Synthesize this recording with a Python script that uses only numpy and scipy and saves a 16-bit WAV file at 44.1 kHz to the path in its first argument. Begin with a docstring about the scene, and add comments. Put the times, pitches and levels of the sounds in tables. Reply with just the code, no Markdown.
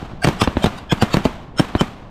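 """A line of shotguns fires a ragged volley over an open field, close to a small camera. Each report is a
dispersed muzzle blast, its duller bounce off the grass and a brief crack of gas. Swelling hiss and narrow
ringing partials, both shaped noise, crest at many of the reports. Decaying noise gives the scatter from close
by and the long roll returned by the field and trees. A few distant guns thud, and a low wind rumble lies under
everything."""
import sys
import numpy as np
from scipy import signal
from scipy.fft import rfft, irfft
from scipy.io import wavfile
from scipy.ndimage import map_coordinates

SR = 44100
rng = np.random.default_rng(int(sys.argv[2]) if len(sys.argv) > 2 else 0)


def unload_audio(sound):
    """Save the sound as a 16-bit wav file, at the path given as the first command line argument."""
    columns = np.transpose(np.atleast_2d(sound))
    # keep every value between -1 and 1, then stretch to whole-number steps
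    steps = np.round(np.clip(columns, -1, 1) * 32767)
    wavfile.write(sys.argv[1], SR, steps.astype(np.int16))


N = 92610

# The volley. Each row: start in seconds, blast level in dB, bass shelf in dB, treble shelf in dB,
# top of the band in Hz, pitch of the crack in Hz, delay of the ground bounce in ms,
# bounce level relative to the blast in dB before dulling, far echo level in dB above FAR_DB.
SHOTS = [(0.2456, -10.5, -3.5, -0.5, 12900, 1300, 6.6, 0.5, 2.5),
         (0.2723, -11.5, 3, -9.5, 13000, 1060, 5.4, -0.5, -1.5),
         (.2868, -13.5, 2, -12, 15000, 880, 5.1, -6, 0.5),
         (0.4181, -12, -1.5, 6.5, 13100, 1080, 9.2, 0.5, 5),
         (0.4747, -14.5, 5, -0.5, 4420, 1220, 3.47, 2.5, -22),
         (0.5689, -15.5, 7, -5.5, 3940, 870, 3.04, -1, -2.5),
         (0.6418, -11.5, 4, -4.5, 14000, 780, 4.54, -0.5, 3.5),
         (0.659, -15, -4, -0.5, 14000, 1460, 8.3, 3, -7),
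         (0.923, -11.5, 3.5, -13, 13000, 1040, 5.62, 0, 1.5),
         (1.0233, -8.5, -1, 1.5, 14000, 1430, 7.84, -3, 4),
         (1.1425, -9, -1.5, -7, 14000, 1010, 5.9, -3, 4.5),
         (1.1695, -14, 4.5, -5.5, 14000, 1000, 5.1, -3, -6),
         (1.2526, -10, -2.5, -12, 14000, 633, 4.32, 4, -1.5),
         (1.5959, -7.5, -3.5, -18.5, 14000, 980, 6.17, 1, 4.5),
         (1.7510, -14.5, 4.5, -3, 3940, 930, 2.75, 1, -3.5), (1.81, -10.5, -2, -5, 7900, 1060, 4.92, 3, 0)]
# Spectrum common to all muzzle blasts. Each row: frequency in Hz, gain in dB.
BLAST_SPECTRUM = [(20, -18), (50, -4), (100, 3), (160, 1.5), (300, -1.5), (600, -8), (1100, -14),
                  (2400, -21), (4000, -32.5), (7000, -38), (15000, -56)]
BASS_HZ, TREBLE_HZ, GROUND_HZ = 201, 1920, 370  # tone corners; the grass dulls the bounce
CRACK_DB, CRACK_Q = 6.5, 3.9  # a broad peak at the pitch of the crack
SMEAR_Q, THUMP_HZ, THUMP_Q = 1.01, 306, 0.34  # the crack arrives just ahead of the thump
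# Distant guns. Each row: start in seconds, level in dB.
THUDS = [(0.025, -23), (.052, -29), (.132, -29), (0.555, -25.5), (1.204, -27)]
THUD_HZ = 304

# Spectrum of the gas leaving the muzzle. Each row: frequency in Hz, relative level in dB.
SPIT_SPECTRUM = [(300, 0), (900, -1.5), (2000, -2), (3800, -4.5), (7000, -17), (10500, -27), (13000, -13),
                 (15500, -28)]
SPIT_DB, SPIT_T60_S = -2, 0.019  # level relative to the blast, before the treble setting

# Swells of hiss. Each row: time of the crest in seconds, level in dB, swell t60 in seconds.
SIZZLES = [(0.2454, -16, 0.06), (.274, -18.5, 0.044), (0.287, -24, 0.019), (.417, -13.5, 0.056),
           (.440, -20.5, 0.045), (0.64, -20.5, 0.066), (0.66, -16, 0.014), (.786, -34.5, 0.11),
           (.923, -18.5, 0.045), (1.024, -16, 0.045), (1.141, -19.5, 0.082), (1.254, -25, 0.056),
           (1.597, -15.5, .055), (1.810, -21, 0.041)]
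# Spectrum of the hiss. Each row: frequency in Hz, relative level in dB.
HISS_SPECTRUM = [(100, -24), (500, 5), (1200, 1.5), (2200, -1), (3500, -1.5), (5000, -10), (8000, -13),
                 (11000, -24), (13000, -16.5), (15800, -46)]
SIZZLE_T60_S = .06  # decay after the crest
BANDED_DB, BAND_HZ = 6, 150  # the hiss is uneven in pitch: depth and width of its bands
GRAIN_DB, GRAIN_HZ = 2.5, 293.3  # and rough in time: depth and rate

# Metallic ringing that leads the nearest reports. Each row: time of the crest in seconds, level in dB,
# list of partials, each with its centre in Hz, width in Hz and relative level in dB.
RINGS = [(0.246, -18.5, [(1600, 81, 0), (2330, 59, -7), (4610, 270, -15), (8100, 110, -16),
         (9610, 97, -19)]), (.418, -19, [(1224, 67, 0), (3170, 87, -7), (5030, 190, -10),
         (7880, 150, -19.5)]), (.641, -16, [(590, 94, 2), (3650, 110, -6), (7340, 260, -24),
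         (8830, 110, -23)]), (0.922, -15, [(1663, 140, -3.5), (2480, 80, -4.5), (3260, 210, 1),
         (5210, 130, -12), (6690, 120, -19), (8490, 86, -32)]), (1.021, -24.5, [(1690, 82, -8),
         (2800, 230, -1), (4670, 180, -1), (7240, 110, -9)]), (1.141, -22.5, [(2640, 91, -2),
         (3770, 150, -5), (4450, 230, -6.5)]), (1.597, -19.5, [(1450, 82, 2), (3140, 160, -4),
         (3910, 160, -10), (5320, 180, -3.5), (6700, 160, -14), (8700, 130, -17.5)]),
         (1.811, -18, [(1370, 220, -5), (3070, 110, 2.5), (5400, 180, -10.5), (7100, 130, -14),
         (8100, 150, -15)])]
RING_SWELL_S, RING_T60_S, RING_LEAD_S = 0.082, 0.027, 0.03  # rise t60, fall t60, half-length of the gate
RING_GRAIN_DB, RING_GRAIN_HZ = 4, 450  # the partials flutter: depth and rate

# Spectrum of the scatter from close by. Each row: frequency in Hz, relative level in dB.
NEAR_SPECTRUM = [(30, -57), (100, -9), (200, 11.5), (500, -3.5), (1200, -6), (3000, -17), (7000, -36.5),
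                 (15000, -42)]
NEAR_DB, NEAR_T60_S, NEAR_RISE_S = -6.5, .15, 0.0027  # level relative to the blast

# Initial spectrum of the far echo. Each row: frequency in Hz, relative level in dB.
FAR_SPECTRUM = [(30, 8.5), (100, -4.5), (200, 5.5), (400, -6), (750, -2), (1150, -1.5), (2000, -8),
                (3300, -10.5), (5000, -19.5), (8000, -23), (10800, -30.5), (13000, -23.5), (15800, -47)]
# Decay of the far echo. Each row: frequency in Hz, t60 in seconds.
FAR_T60 = [(100, 1.26), (500, 1.63), (1500, 0.82), (4000, 0.84), (8000, 0.59), (14000, 0.52)]
FAR_DB, FAR_RISE_S, FAR_LUMPS_DB = -32.5, 0.0033, 1.5
EARLIER_S, EARLIER_DB = .12, 6  # a shot this long before the start still echoes; dB above FAR_DB

# Spectrum of the wind. Each row: frequency in Hz, relative level in dB.
WIND_SPECTRUM = [(20, 1.5), (45, 3), (120, 0.5), (300, -11), (1000, -18), (4000, -47), (15000, -74)]
WIND_DB = -38

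# The right side is duller. Each row: frequency in Hz, gain in dB.
RIGHT_PORT = [(9000, 0), (11000, -7), (13000, -11.5), (16000, -11)]
CEILING, TOP_HZ = 0.86, 15700  # limit of the rounded peaks, band limit
SIZE = 2 ** 17  # transform length in samples
HZ = np.fft.rfftfreq(SIZE, 1 / SR)


def amp(db):
    """Decibel definition: level in dB to amplitude ratio."""
    return 10 ** (np.asarray(db) / 20)


def unit(x):
    """Normalisation to an rms of 1."""
    return x / np.sqrt(np.mean(x ** 2) + 1e-20)


def along(points, hz):
    """Interpolation of (Hz, value) points on a logarithmic frequency axis."""
    f, v = np.transpose(points)
    return np.interp(np.log(hz + 1), np.log(f + 1), v)


def fade(t, t60):
    """Exponential decay: falls by 60 dB in t60."""
    return np.exp(-np.log(1000) * t / t60)


def crest(t, rise_s, fall_s):
    """Two-sided exponential: swells up to t = 0 and dies away after it."""
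    return fade(abs(t), np.where(t < 0, rise_s, fall_s))


def add(out, x, s):
    """Superposition: mix x into out from time s on."""
    i = round(s * SR)
    x, i = x[max(-i, 0):], max(i, 0)
    out[i:i + len(x)] += x[:len(out) - i]


def noise(gain, size):
    """Spectral shaping: noise of rms 1 with the spectrum gain(Hz)."""
    spectrum = rfft(rng.standard_normal(size))
    return unit(irfft(spectrum * gain(np.fft.rfftfreq(size, 1 / SR)), size))


def wobble(x, size=512):
    """Spline interpolation: a smooth random curve with one knot for each step of x."""
    return map_coordinates(rng.standard_normal(size), [x], mode="mirror")


def causal(gain):
    """Minimum phase: folding the cepstrum gives the causal response with this gain."""
    cepstrum = irfft(np.log(gain + 1e-6))
    half = len(cepstrum) // 2
    cepstrum[1:half] *= 2
    cepstrum[half + 1:] = 0
    return np.exp(rfft(cepstrum))


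def pulse(gain, crack_hz, size=4096):
    """Dispersion: all-pass lag sweeps a pressure pulse from crack to thump, coloured by gain(Hz)."""
    hz = np.fft.rfftfreq(size, 1 / SR)
    colour = amp(along(BLAST_SPECTRUM, hz))
    # before the crack peak and gain(Hz), the pulse has rms 1 over 10 ms
    scale = np.sqrt(SR / 100 / np.sum(irfft(colour) ** 2))
    crack = amp(CRACK_DB / (1 + (2 * CRACK_Q * (hz / crack_hz - 1)) ** 2))

    def pole(centre, q):
        """Second-order resonance: its denominator over frequency."""
        return centre ** 2 - hz ** 2 + 1j * hz * centre / q

    lag = pole(crack_hz, SMEAR_Q) * pole(THUMP_HZ, THUMP_Q)
    all_pass = np.conj(lag) / lag
    return scale * irfft(causal(colour * crack * gain(hz)) * all_pass)


def blasts():
    """Direct sound and reflection: each blast arrives, then again off the grass; distant guns only thud."""
    out = np.zeros(N)
    for s, db, bass_db, treble_db, top_hz, crack_hz, bounce_ms, bounce_db, _ in SHOTS:
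        def tone(hz):
            """Shelving and low-pass filtering of one shot."""
            bass = bass_db / (1 + (hz / BASS_HZ) ** 2)
            treble = treble_db * hz ** 2 / (hz ** 2 + TREBLE_HZ ** 2)
            return amp(bass + treble) / np.hypot(1, (hz / top_hz) ** 5)

        add(out, amp(db) * pulse(tone, crack_hz), s)
        bounce = pulse(lambda hz: tone(hz) / np.hypot(1, hz / GROUND_HZ), crack_hz)
        add(out, amp(db + bounce_db) * bounce, s + bounce_ms / 10 ** 3)
    for s, db in THUDS:
        thud = pulse(lambda hz: 1 / (1 + (hz / THUD_HZ) ** 2), THUD_HZ)
        add(out, amp(db) * thud, s)
    return out


def spit(size=2048):
    """Turbulence: escaping gas gives each blast a brief rough crack, limited to that shot's band."""
    out, t, hz = np.zeros(N), np.arange(size) / SR, np.fft.rfftfreq(size, 1 / SR)
    for s, db, _, treble_db, top_hz, *_ in SHOTS:
        gas = noise(lambda f: amp(along(SPIT_SPECTRUM, f)), size) * fade(t, SPIT_T60_S)
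        low_pass = causal(1 / np.hypot(1, (hz / top_hz) ** 8))
        gas = irfft(rfft(gas) * low_pass)
        add(out, amp(SPIT_DB + db + treble_db / 2) * gas, s)
    return out


def sizzle(size=8192):
    """Modulated noise: a hiss, banded in pitch and rough in time, swells to a crest and dies away."""
    out, t = np.zeros(N), (np.arange(size) - size // 2) / SR
    for s, db, swell_s in SIZZLES:
        hiss = noise(lambda hz: amp(along(HISS_SPECTRUM, hz) + BANDED_DB * wobble(hz / BAND_HZ)), size)
        grain = amp(GRAIN_DB * wobble((t - t[0]) * GRAIN_HZ))
        hiss = unit(hiss * grain)
        add(out, amp(db) * hiss * crest(t, swell_s, SIZZLE_T60_S), s + t[0])
    return out


def ringing(size=8192):
    """Narrow-band noise: fuzzy partials set in just before a near report and die soon after the crest."""
    out, t = np.zeros(N), (np.arange(size) - size // 2) / SR
    gate = np.exp(-(t / RING_LEAD_S) ** 10)
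    shape = crest(t, RING_SWELL_S, RING_T60_S) * gate
    for s, db, partials in RINGS:
        def peaks(hz):
            """Sum of resonance peaks, one for each partial."""
            return sum(amp(level) / (1 + (2 * (hz - centre) / width) ** 2)
                       for centre, width, level in partials)

        flutter = amp(RING_GRAIN_DB * wobble((t - t[0]) * RING_GRAIN_HZ))
        add(out, amp(db) * shape * unit(flutter * noise(peaks, size)), s + t[0])
    return out


def near_scatter(size=16384):
    """Diffuse scattering: ground and people close by return each blast as briefly decaying noise."""
    out, t = np.zeros(N), np.arange(size) / SR
    shape = fade(t, NEAR_T60_S) * (1 - np.exp(-t / NEAR_RISE_S))
    for s, db, *_ in SHOTS:
        scatter = noise(lambda hz: amp(along(NEAR_SPECTRUM, hz)), size)
        add(out, amp(NEAR_DB + db) * shape * scatter, s)
    return out


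def far_echo(size=65536):
    """Frequency-dependent decay: field and trees return a lumpy roll whose treble dies sooner."""
    out, t = np.zeros(N), np.arange(size) / SR
    rise = 1 - np.exp(-t / FAR_RISE_S)
    echoes = [(-EARLIER_S, EARLIER_DB)] + [(row[0], row[-1]) for row in SHOTS]
    for s, db in echoes:
        source = noise(lambda hz: amp(along(FAR_SPECTRUM, hz)), size)
        hz, when, z = signal.stft(source, SR, nperseg=256)
        decay = fade(when, along(FAR_T60, hz)[:, None])
        roll = signal.istft(z * decay, SR, nperseg=256)[1][:size]
        lumps = amp(FAR_LUMPS_DB * noise(lambda hz: np.exp(-hz / 50), size))
        add(out, amp(FAR_DB + db) * roll * lumps * rise, s)
    return out


def wind():
    """Stationary noise: a low, steady rumble of moving air."""
    return amp(WIND_DB) * noise(lambda hz: amp(along(WIND_SPECTRUM, hz)), N)


def scene():
    """Superposition: all sources add, and reach both sides alike."""
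    reports = blasts() + spit() + sizzle() + ringing()
    return np.tile(reports + near_scatter() + far_echo() + wind(), (2, 1))


def record(dry):
    """Saturation and band limiting: the camera rounds off peaks, is duller on the right and cuts the top."""
    rounded = dry / (1 + (dry / CEILING) ** 8) ** (1 / 8)
    z = rfft(rounded, SIZE)
    z[1] *= amp(along(RIGHT_PORT, HZ))
    return irfft(z * (HZ < TOP_HZ), SIZE)[:, :N]


dry = scene()
out = record(dry)
unload_audio(out)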